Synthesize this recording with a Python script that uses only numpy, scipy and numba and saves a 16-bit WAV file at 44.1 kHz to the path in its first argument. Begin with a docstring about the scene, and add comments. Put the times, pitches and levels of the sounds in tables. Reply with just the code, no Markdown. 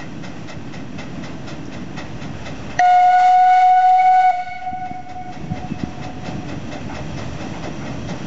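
"""A small steam tank engine comes slowly up a roadside track, its exhaust beats quickening over rumble, leaking
steam and light wind. At 2.8 s its bell whistle chirps and holds one note, which ends at 4.3 s in a flat hoot
and rings on between houses and trees; the gain control ducks under it and recovers. Puffs of wind then knock on
the microphone, a faint high tone slides down, and the coupling rods knock as the engine draws nearer."""
import sys
import numpy as np
from scipy import signal
from scipy.fft import rfft, irfft, next_fast_len
from scipy.io import wavfile
from scipy.ndimage import map_coordinates
from numba import njit

SR = 44100
rng = np.random.default_rng(int(sys.argv[2]) if len(sys.argv) > 2 else 0)


def file_out(sig):
    """Save sig as 16-bit WAV at sys.argv[1]."""
    # one column per channel
    cols = np.atleast_2d(sig).T
    # limit, then scale
    lim = np.clip(cols, -1, 1)
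    pcm = np.round(lim * 32767).astype(np.int16)
    wavfile.write(sys.argv[1], SR, pcm)


N = 364266
START_M, SPEED_M_S = 63, 3.8  # engine approach
OPEN_S, SHUT_S = 2.792, 4.307  # whistle valve


def undb(db):
    """Decibels to gain."""
    return 10 ** (np.asarray(db) / 20)


def seconds():
    """Time of every sample."""
    return np.arange(N) / SR


def curves(rows):
    """Each table column, interpolated linearly over time."""
    times, *columns = np.transpose(rows)
    return [np.interp(seconds(), times, column) for column in columns]


def shaped(gain_at):
    """Unit-rms noise with a given relative gain at each frequency."""
    size = next_fast_len(N)
    hz = np.maximum(np.fft.rfftfreq(size, 1 / SR), 1)
    x = irfft(rfft(rng.standard_normal(size)) * gain_at(hz), size)[:N]
    return x / np.sqrt(np.mean(x ** 2))


def noise(spectrum):
    """Unit-rms noise from (frequency [Hz], relative density [dB]) points."""
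    hz, db = np.transpose(spectrum)
    return shaped(lambda f: undb(np.interp(np.log(f), np.log(hz), db)))


def resonant(modes):
    """Unit-rms noise in steep resonances: (frequency [Hz], width [Hz], relative level [dB])."""
    return shaped(lambda f: sum(undb(db) / (1 + ((f * f - hz * hz) / (f * width_hz * np.sqrt(2))) ** 2)
                                for hz, width_hz, db in modes))


def walk(rate_hz):
    """Random drift of spread near 1, mostly below rate_hz."""
    points = rng.standard_normal(8192)
    return np.sqrt(1.5) * np.interp(seconds() * rate_hz * 2, np.arange(len(points)), points)


def bursts(times, dbs, rise_s, hold_s, fall_s):
    """Envelope of bursts: linear rise, exponential fall from hold_s after each onset."""
    out = np.zeros(N)
    for onset_s, db in zip(times, dbs):
        span = np.arange(max(int(onset_s * SR), 0), min(int((onset_s + 1) * SR), N))
        age = span / SR - onset_s
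        out[span] += undb(db) * np.clip(age / rise_s, 0, 1) * np.exp(-np.maximum(age - hold_s, 0) / fall_s)
    return out


def approach(far_db, near_db):
    """Level in dB, moving from far to near with the log of the distance."""
    closer = np.log(START_M / (START_M - SPEED_M_S * seconds()))
    return far_db + (near_db - far_db) * closer / closer[-1]


def doppler(x, heading):
    """Lowers sound sent sideways or backwards from the engine; heading 1 is ahead, -1 behind."""
    rate = 1 - (1 - heading) * SPEED_M_S / 343
    return map_coordinates(x, [(SHUT_S + (seconds() - SHUT_S) * rate) * SR], order=1)


# exhaust beats: (time [s], relative hiss [dB], relative body [dB])
BEATS = [(-0.024, -5, 1), (0.222, -1.5, 0), (0.472, -1, 0), (0.72, -3.5, 0), (0.974, -1, 2),
         (1.223, -1.5, 0), (1.465, 1, 1), (1.713, -4, -1), (1.961, 0, 2.5), (2.205, -3, -0.5),
         (2.444, 0, 1), (2.688, -6.5, -0.5), (2.93, -3, -6), (3.172, 0, -1), (3.412, -9, 8.5),
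         (3.652, -14, 11), (3.891, -6, -10), (4.13, -7.5, -1), (4.368, -2, 7), (4.605, -3, 3.5),
         (4.841, -3, -0.5), (5.077, -2, -1), (5.312, -1.5, -0.5), (5.546, -4, 0.5), (5.78, -1, 0),
         (6.012, 0, 2), (6.242, 1.5, 2.5), (6.474, -2.5, 1), (6.706, 0.5, 2), (6.935, -1, 1.5),
         (7.161, 0.5, 0.5), (7.39, -4.5, 0), (7.62, -0.5, 2), (7.846, -5, 0.5), (8.071, 0.5, 0)]
# blast nozzle resonances: (frequency [Hz], width [Hz], relative level [dB])
NOZZLE_MODES = [(2000, 490, -9), (3490, 190, 1), (3810, 120, -6), (4030, 90, -2), (4490, 110, -3),
                (5030, 200, -5), (5280, 180, -6), (5800, 450, -7.5), (6560, 280, -8.5), (7120, 170, -14)]
# blast pipe and chimney resonances: (frequency [Hz], width [Hz], relative level [dB])
CHIMNEY_MODES = [(590, 110, 0.5), (796, 270, -2.5), (1390, 230, -1.5), (1902, 65, 1), (2062, 90, 1.5),
                 (2596, 120, -0.5), (3137, 76, -4.5)]


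def exhaust():
    """Each beat is a steam jet up the chimney: nozzle hiss, longer pipe ring, hollow bark at the mouth."""
    times, hiss_db, body_db = np.transpose(BEATS)
    hiss = resonant(NOZZLE_MODES) * bursts(times, hiss_db, rise_s=.021, hold_s=.031, fall_s=.03)
    body = resonant(CHIMNEY_MODES) * bursts(times, body_db, rise_s=.016, hold_s=.032, fall_s=.044)
    mouth = resonant([(201, 140, .23), (573, 100, -1.5), (748, 120, -1.7)])
    bark = mouth * bursts(times, body_db, rise_s=.035, hold_s=.062, fall_s=.036)
    beats = hiss * undb(-39.5) + body * undb(approach(-36, -35)) + bark * undb(approach(-42, -31.5))
    return beats * undb(.37 * walk(48))


# rumble and rolling noise, swelling around 5.5 s: (time [s], rumble [dB], rolling [dB])
RUMBLE_ROLL_LEVELS = [(0, -34, -41), (1.1, -31.5, -39.5), (2.7, -33, -38), (5.1, -32, -39.5),
                      (5.45, -26.5, -36.5), (6, -32, -36), (6.5, -28, -36), (7, -30.5, -36.5),
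                      (8.26, -29.5, -36)]
# boiler draught and running gear: (frequency [Hz], relative density [dB])
RUMBLE_SPECTRUM = [(20, -30), (40, -16.5), (70, -7.5), (140, 4), (220, 0.5), (310, 0.5), (380, -10.5),
                   (500, -14.5), (800, -40), (2000, -49.5)]
# wheels on rails, road traffic: (frequency [Hz], relative density [dB])
ROLL_SPECTRUM = [(200, 0.5), (450, -3), (680, 2), (1000, -4.5), (1700, -8.5), (1950, -7), (2250, -12),
                 (2700, -8.5), (3000, -13), (3250, -13), (4000, -20.5), (8000, -33.5)]


def running_gear(sway_db):
    """Draught and gear rumble while the wheels roll on the rails."""
    rumble_db, roll_db = curves(RUMBLE_ROLL_LEVELS)
    rumble = noise(RUMBLE_SPECTRUM) * undb(rumble_db + 1.4 * walk(21))
    roll = noise(ROLL_SPECTRUM) * undb(roll_db + sway_db)
    return rumble + roll


# cylinder leak: (frequency [Hz], relative density [dB])
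LEAK_SPECTRUM = [(1000, -11.5), (2200, -6), (2600, 10), (2950, -8), (3250, 0), (4300, 0.5), (5000, 1),
                 (5800, 3), (6500, -2.5), (8000, -5.5)]
# drain pipe resonances: (frequency [Hz], width [Hz], relative level [dB])
DRAIN_MODES = [(1900, 100, -2.5), (2575, 110, 0.5), (3245, 75, 3.5), (4500, 62, -7), (5790, 290, -2)]


def steam_leak(sway_db):
    """Steam escapes at the cylinders and rings in the drain pipes."""
    leak = noise(LEAK_SPECTRUM) * undb(approach(-52, -45.5) + 1.6 * sway_db)
    drains = resonant(DRAIN_MODES) * undb(approach(-59, -49.5) + 1.5 * walk(3))
    return leak + drains


# engine whines: (frequency [Hz], far level [dB], near level [dB])
WHINES = [(597, -56, -47), (1547, -59.5, -61.5)]


def whines():
    """Faint engine tones, wavering slightly in pitch and level."""
    out = 0
    for hz, far_db, near_db in WHINES:
        phase = 2 * np.pi * np.cumsum(hz * (1 + .003 * walk(9.2))) / SR
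        out += np.sqrt(2) * undb(approach(far_db, near_db) + 1.3 * walk(3)) * np.sin(phase)
    return out


# gusts: (peak time [s], 1/e half-width [s], level [dB])
GUSTS = [(2.502, 0.59, -38.5), (4.547, 0.31, -33.5), (5.594, 0.5, -35), (6.394, 0.23, -42.5),
         (7.23, 0.5, -34.5), (8, 0.092, -35)]


def wind():
    """Light air and gusts flutter on the microphone."""
    calm_db = -56.5
    gusts = sum(undb(db) * np.exp(-((seconds() - peak_s) / half_s) ** 2) for peak_s, half_s, db in GUSTS)
    buffet = noise([(20, -10.5), (40, -13), (75, -1), (130, -5), (300, -23), (1000, -60)])
    return buffet * (undb(calm_db) + gusts) * undb(2 * walk(28))


def gland_spurt():
    """One short spurt of steam from a valve gland."""
    envelope = bursts(times=[1.652], dbs=[-47], rise_s=.002, hold_s=.0061, fall_s=.016)
    return resonant([(5630, 820, 0)]) * envelope * undb(.37 * walk(48))


def whistle_chirp():
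    """The first jet spits and, too fast for the fundamental, sounds the bell's next mode."""
    mode = np.sin(2 * np.pi * 1900 * seconds())
    chirp = mode * bursts([OPEN_S], [-4], rise_s=.002, hold_s=.007, fall_s=.003)
    jet = resonant([(2700, 320, 0), (4130, 670, -1.5), (6040, 200, 1)])
    spit = jet * bursts([OPEN_S - .004], [-23], rise_s=.0063, hold_s=.021, fall_s=.002)
    return chirp + spit


# pitch, rising as the bell warms: (time [s], frequency [Hz])
WHISTLE_PITCH = [(2.8, 723.2), (3.03, 724.3), (3.15, 730.7), (3.45, 736.7), (3.75, 738.6), (4.12, 743),
                 (4.3, 739.8)]
# steam pressure at the valve: (time [s], gain [dB])
VALVE_GAIN = [(2.8, 15), (3.25, 16.5), (3.7, 23.5), (4.3, 22)]
# steam rush through the bell: (time [s], relative level [dB])
RUSH_LEVEL = [(2.82, -47), (2.97, -48), (3.06, -53.5), (3.13, -46), (3.27, -47), (3.45, -52.5), (3.53, -48),
              (3.62, -49), (3.73, -57), (3.85, -52.5), (3.96, -57.5), (4.24, -53), (4.3, -52.5)]
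# colour of that rush: (frequency [Hz], relative density [dB])
RUSH_SPECTRUM = [(350, -14.5), (520, -10), (660, 1.5), (830, 5), (1020, -8), (1300, -2), (1700, -15),
                 (2070, 3.5), (2350, -14.5), (2800, -8.5), (3150, -15), (3700, -12), (5000, -15.5),
                 (7500, -18.5)]


def whistle():
    """Steam blows one nearly pure note on the bell; it sags and dies as the valve shuts."""
    (hz,), (valve_db,), (rush_db,) = curves(WHISTLE_PITCH), curves(VALVE_GAIN), curves(RUSH_LEVEL)
    opening = np.clip((seconds() - OPEN_S) / .012, 0, 1)
    since_shut_s = np.maximum(seconds() - SHUT_S, 0)
    sag = 1 - .13 * np.clip(since_shut_s / .02, 0, 1)
    phase = 2 * np.pi * np.cumsum(hz * sag * (1 + .0014 * walk(90))) / SR
    note = np.sqrt(2) * undb(-11) * np.imag(ground_echo() * np.exp(1j * phase))
    tone = (note + overtones(phase, rush_db)) * np.exp(-since_shut_s / .007)
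    steam = noise(RUSH_SPECTRUM) * undb(rush_db + 12 + 2.1 * walk(25)) * np.exp(-since_shut_s / .035)
    return (tone + steam) * opening * undb(valve_db)


# second harmonic: (time [s], relative level [dB])
OCTAVE_LEVEL = [(2.82, -34), (2.864, -27), (3.016, -35), (3.054, -42), (3.086, -33.5), (3.166, -23.5),
                (3.214, -29), (3.298, -39), (3.524, -28.5), (3.61, -32), (3.672, -50.5), (3.78, -30.5),
                (3.854, -34.5), (3.966, -48), (4.06, -40.5), (4.102, -41), (4.168, -32.5), (4.3, -34)]
# third harmonic: (time [s], relative level [dB])
TWELFTH_LEVEL = [(2.82, -37), (2.93, -32.5), (3.08, -45), (3.12, -33.5), (3.33, -39.5), (3.45, -50),
                 (3.51, -36.5), (3.62, -34), (3.67, -46), (3.72, -39), (3.95, -53), (4.0, -37.5),
                 (4.11, -40), (4.3, -38)]
# weak harmonics that follow the rush: (harmonic number, relative level [dB])
HIGH_HARMONICS = [(4, 2), (5, -1.5), (6, -4.5), (7, -18), (8, -14)]


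def overtones(phase, rush_db):
    """The whistle's harmonics swell and sink; turbulence shakes the higher ones more."""
    trim_db = -1
    (octave_db,), (twelfth_db,) = curves(OCTAVE_LEVEL), curves(TWELFTH_LEVEL)
    harmonics = [(2, octave_db + walk(15)), (3, twelfth_db + 3 * walk(20))]
    harmonics += [(k, rush_db + db + 2 * walk(15)) for k, db in HIGH_HARMONICS]
    out = 0
    for k, db in harmonics:
        jitter_rad = .02 * (k - 1) * walk(58)
        out += np.sqrt(2) * undb(db + trim_db) * np.sin(k * phase + jitter_rad)
    return out


# diffuse tail: (low edge [Hz], high edge [Hz], relative level [dB], t60 [s])
SCATTER_BANDS = [(302, 980, -19, 2.73), (1020, 2120, -11.5, 2.2), (2030, 2850, -5.5, 2.19),
                 (2600, 7700, -2, 1.23)]
# paths into the scatter: (heading [1 ahead, -1 behind], gain [dB])
SCATTER_PATHS = [(1, -3.5), (0, -4.5), (-1, -8)]


def scatter(x):
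    """Parked cars, house fronts and trees return each heading at its own pitch, so the echoes beat."""
    age = seconds()[:3 * SR]
    out = 0
    for heading, path_db in SCATTER_PATHS:
        tail = 0
        for low_hz, high_hz, db, t60_s in SCATTER_BANDS:
            band = signal.butter(2, [low_hz, high_hz], "band", fs=SR, output="sos")
            wash = signal.sosfilt(band, rng.standard_normal(len(age)))
            decay = 1000 ** (-age / t60_s) * np.clip(age / .04, 0, 1)
            tail += undb(db) * wash * decay / np.linalg.norm(decay)
        out += undb(path_db) * signal.fftconvolve(doppler(x, heading), tail)[:N]
    return out


# wall echoes: (delay [s], heading [1 ahead, -1 behind], low edge [Hz], high edge [Hz], gain [dB])
WALLS = [(.28, 1, 2126, 4740, -8.5), (.32, -0.43, 647, 1700, -25), (.56, 0.902, 706, 1695, -23.5),
         (1.01, -0.417, 690, 1700, -37), (1.35, .8, 603, 1100, -45), (2.13, 0.316, 513, 1110, -48.5)]


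def wall_echoes(x):
    """Single walls return the note, each with its own delay, pitch and colour, so the tail throbs."""
    out = 0
    for delay_s, heading, low_hz, high_hz, db in WALLS:
        echo = np.interp(seconds() - delay_s, seconds(), doppler(x, heading), left=0)
        band = signal.butter(4, [low_hz, high_hz], "band", fs=SR, output="sos")
        out += undb(db) * signal.sosfilt(band, echo)
    return out


# fades of the note: (time [s], half-width [s], depth [dB])
FADES = [(3.12, .012, 3.5), (3.607, .02, 5.5), (3.816, .028, 5.5), (4.035, .085, 7), (4.228, .026, 9.5)]


def ground_echo():
    """Complex gain: the shifting ground reflection partly cancels the note; level dips, pitch flicks."""
    gain = 1
    for time_s, half_s, depth_db in FADES:
        gain *= 1 - (1 - undb(-depth_db)) / (1 + 1j * (seconds() - time_s) / half_s)
    return gain


def whistle_hoot():
    """With the pressure gone, the bell hoots flat for an instant."""
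    tone = np.sin(2 * np.pi * 724 * seconds())
    breath = undb(-18) * resonant([(685, 33, 0)])
    return (tone + breath) * bursts([SHUT_S + .0058], [3.5], rise_s=.0084, hold_s=.024, fall_s=.057)


# wind puffs: (time [s], frequency [Hz], envelope peak [dB])
PUFFS = [(4.495, 110, -14), (4.733, 220, -9), (4.8, 230, -16), (4.822, 130, -18), (4.915, 220, -10),
         (5.378, 170, -19), (5.445, 150, -17), (5.509, 140, -13), (5.521, 165, -6), (5.65, 150, -15),
         (5.722, 190, -9), (5.838, 225, -5)]


def wind_puffs():
    """Each strong eddy hits the microphone as a single swing of pressure."""
    out = np.zeros(N)
    for time_s, hz, db in PUFFS:
        cycles = (seconds() - time_s) * hz
        out -= undb(db) * np.cos(2 * np.pi * cycles + rng.uniform(-1, 1)) * np.exp(-(cycles / .6) ** 2)
    return out


def falling_tone():
    """One short, faint, unsteady high tone sliding down."""
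    onset_s, length_s, start_hz, end_hz = 5.65, .15, 2710, 2520
    progress = np.clip((seconds() - onset_s) / length_s, 0, 1)
    hz = (start_hz + (end_hz - start_hz) * progress) * (1 + .0058 * walk(140))
    return undb(-44) * np.sqrt(2) * np.sin(np.pi * progress) * np.sin(2 * np.pi * np.cumsum(hz) / SR)


# rod knocks: (time [s], level [dB])
KNOCKS = [(5.978, -38), (6.89, -33), (7.533, -35.5), (7.803, -36)]
# rod resonances: (frequency [Hz], width [Hz], relative level [dB])
ROD_MODES = [(780, 180, 5), (1420, 170, -3), (2150, 100, -4.5), (2800, 500, -27)]


def rod_knocks():
    """The coupling rods knock and ring briefly."""
    return resonant(ROD_MODES) * bursts(*np.transpose(KNOCKS), rise_s=.0083, hold_s=.037, fall_s=.023)


def scene():
    """Engine, wind and the whistle with its echoes, in mono."""
    sway_db = walk(8)  # shared by rolling and leak
    engine = exhaust() + running_gear(sway_db) + steam_leak(sway_db) + whines() + gland_spurt()
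    note = whistle()
    blast = whistle_chirp() + note + whistle_hoot()
    echoes = scatter(blast) + wall_echoes(note)
    return (engine + wind() + blast + echoes + wind_puffs() + falling_tone() + rod_knocks())[None]


@njit
def gain_control(x, ceiling, attack_s, release_s):
    """Gain drops fast when a peak passes the ceiling, then creeps back."""
    y, cut = np.empty(len(x)), 0.
    for i in range(len(x)):
        y[i] = x[i] * np.exp(-cut)
        if abs(y[i]) > ceiling:
            cut += np.log(abs(y[i]) / ceiling) / (attack_s * SR)
        cut -= cut / (release_s * SR)
    return y


def record(dry):
    """Slow gain control, quick limiter, two treble cuts and the converter's DC offset."""
    ceiling, dc_offset = float(undb(-7.5)), .025
    ridden = gain_control(dry[0], ceiling, attack_s=.0008, release_s=.85)
    limited = gain_control(ridden, ceiling, attack_s=.0008, release_s=.04)
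    rolloff = signal.butter(8, 11000, fs=SR, output="sos")
    steep_cut = signal.ellip(8, .2, 33, 7540, fs=SR, output="sos")
    return signal.sosfilt(steep_cut, signal.sosfilt(rolloff, limited))[None] + dc_offset


dry = scene()
out = record(dry)
file_out(out)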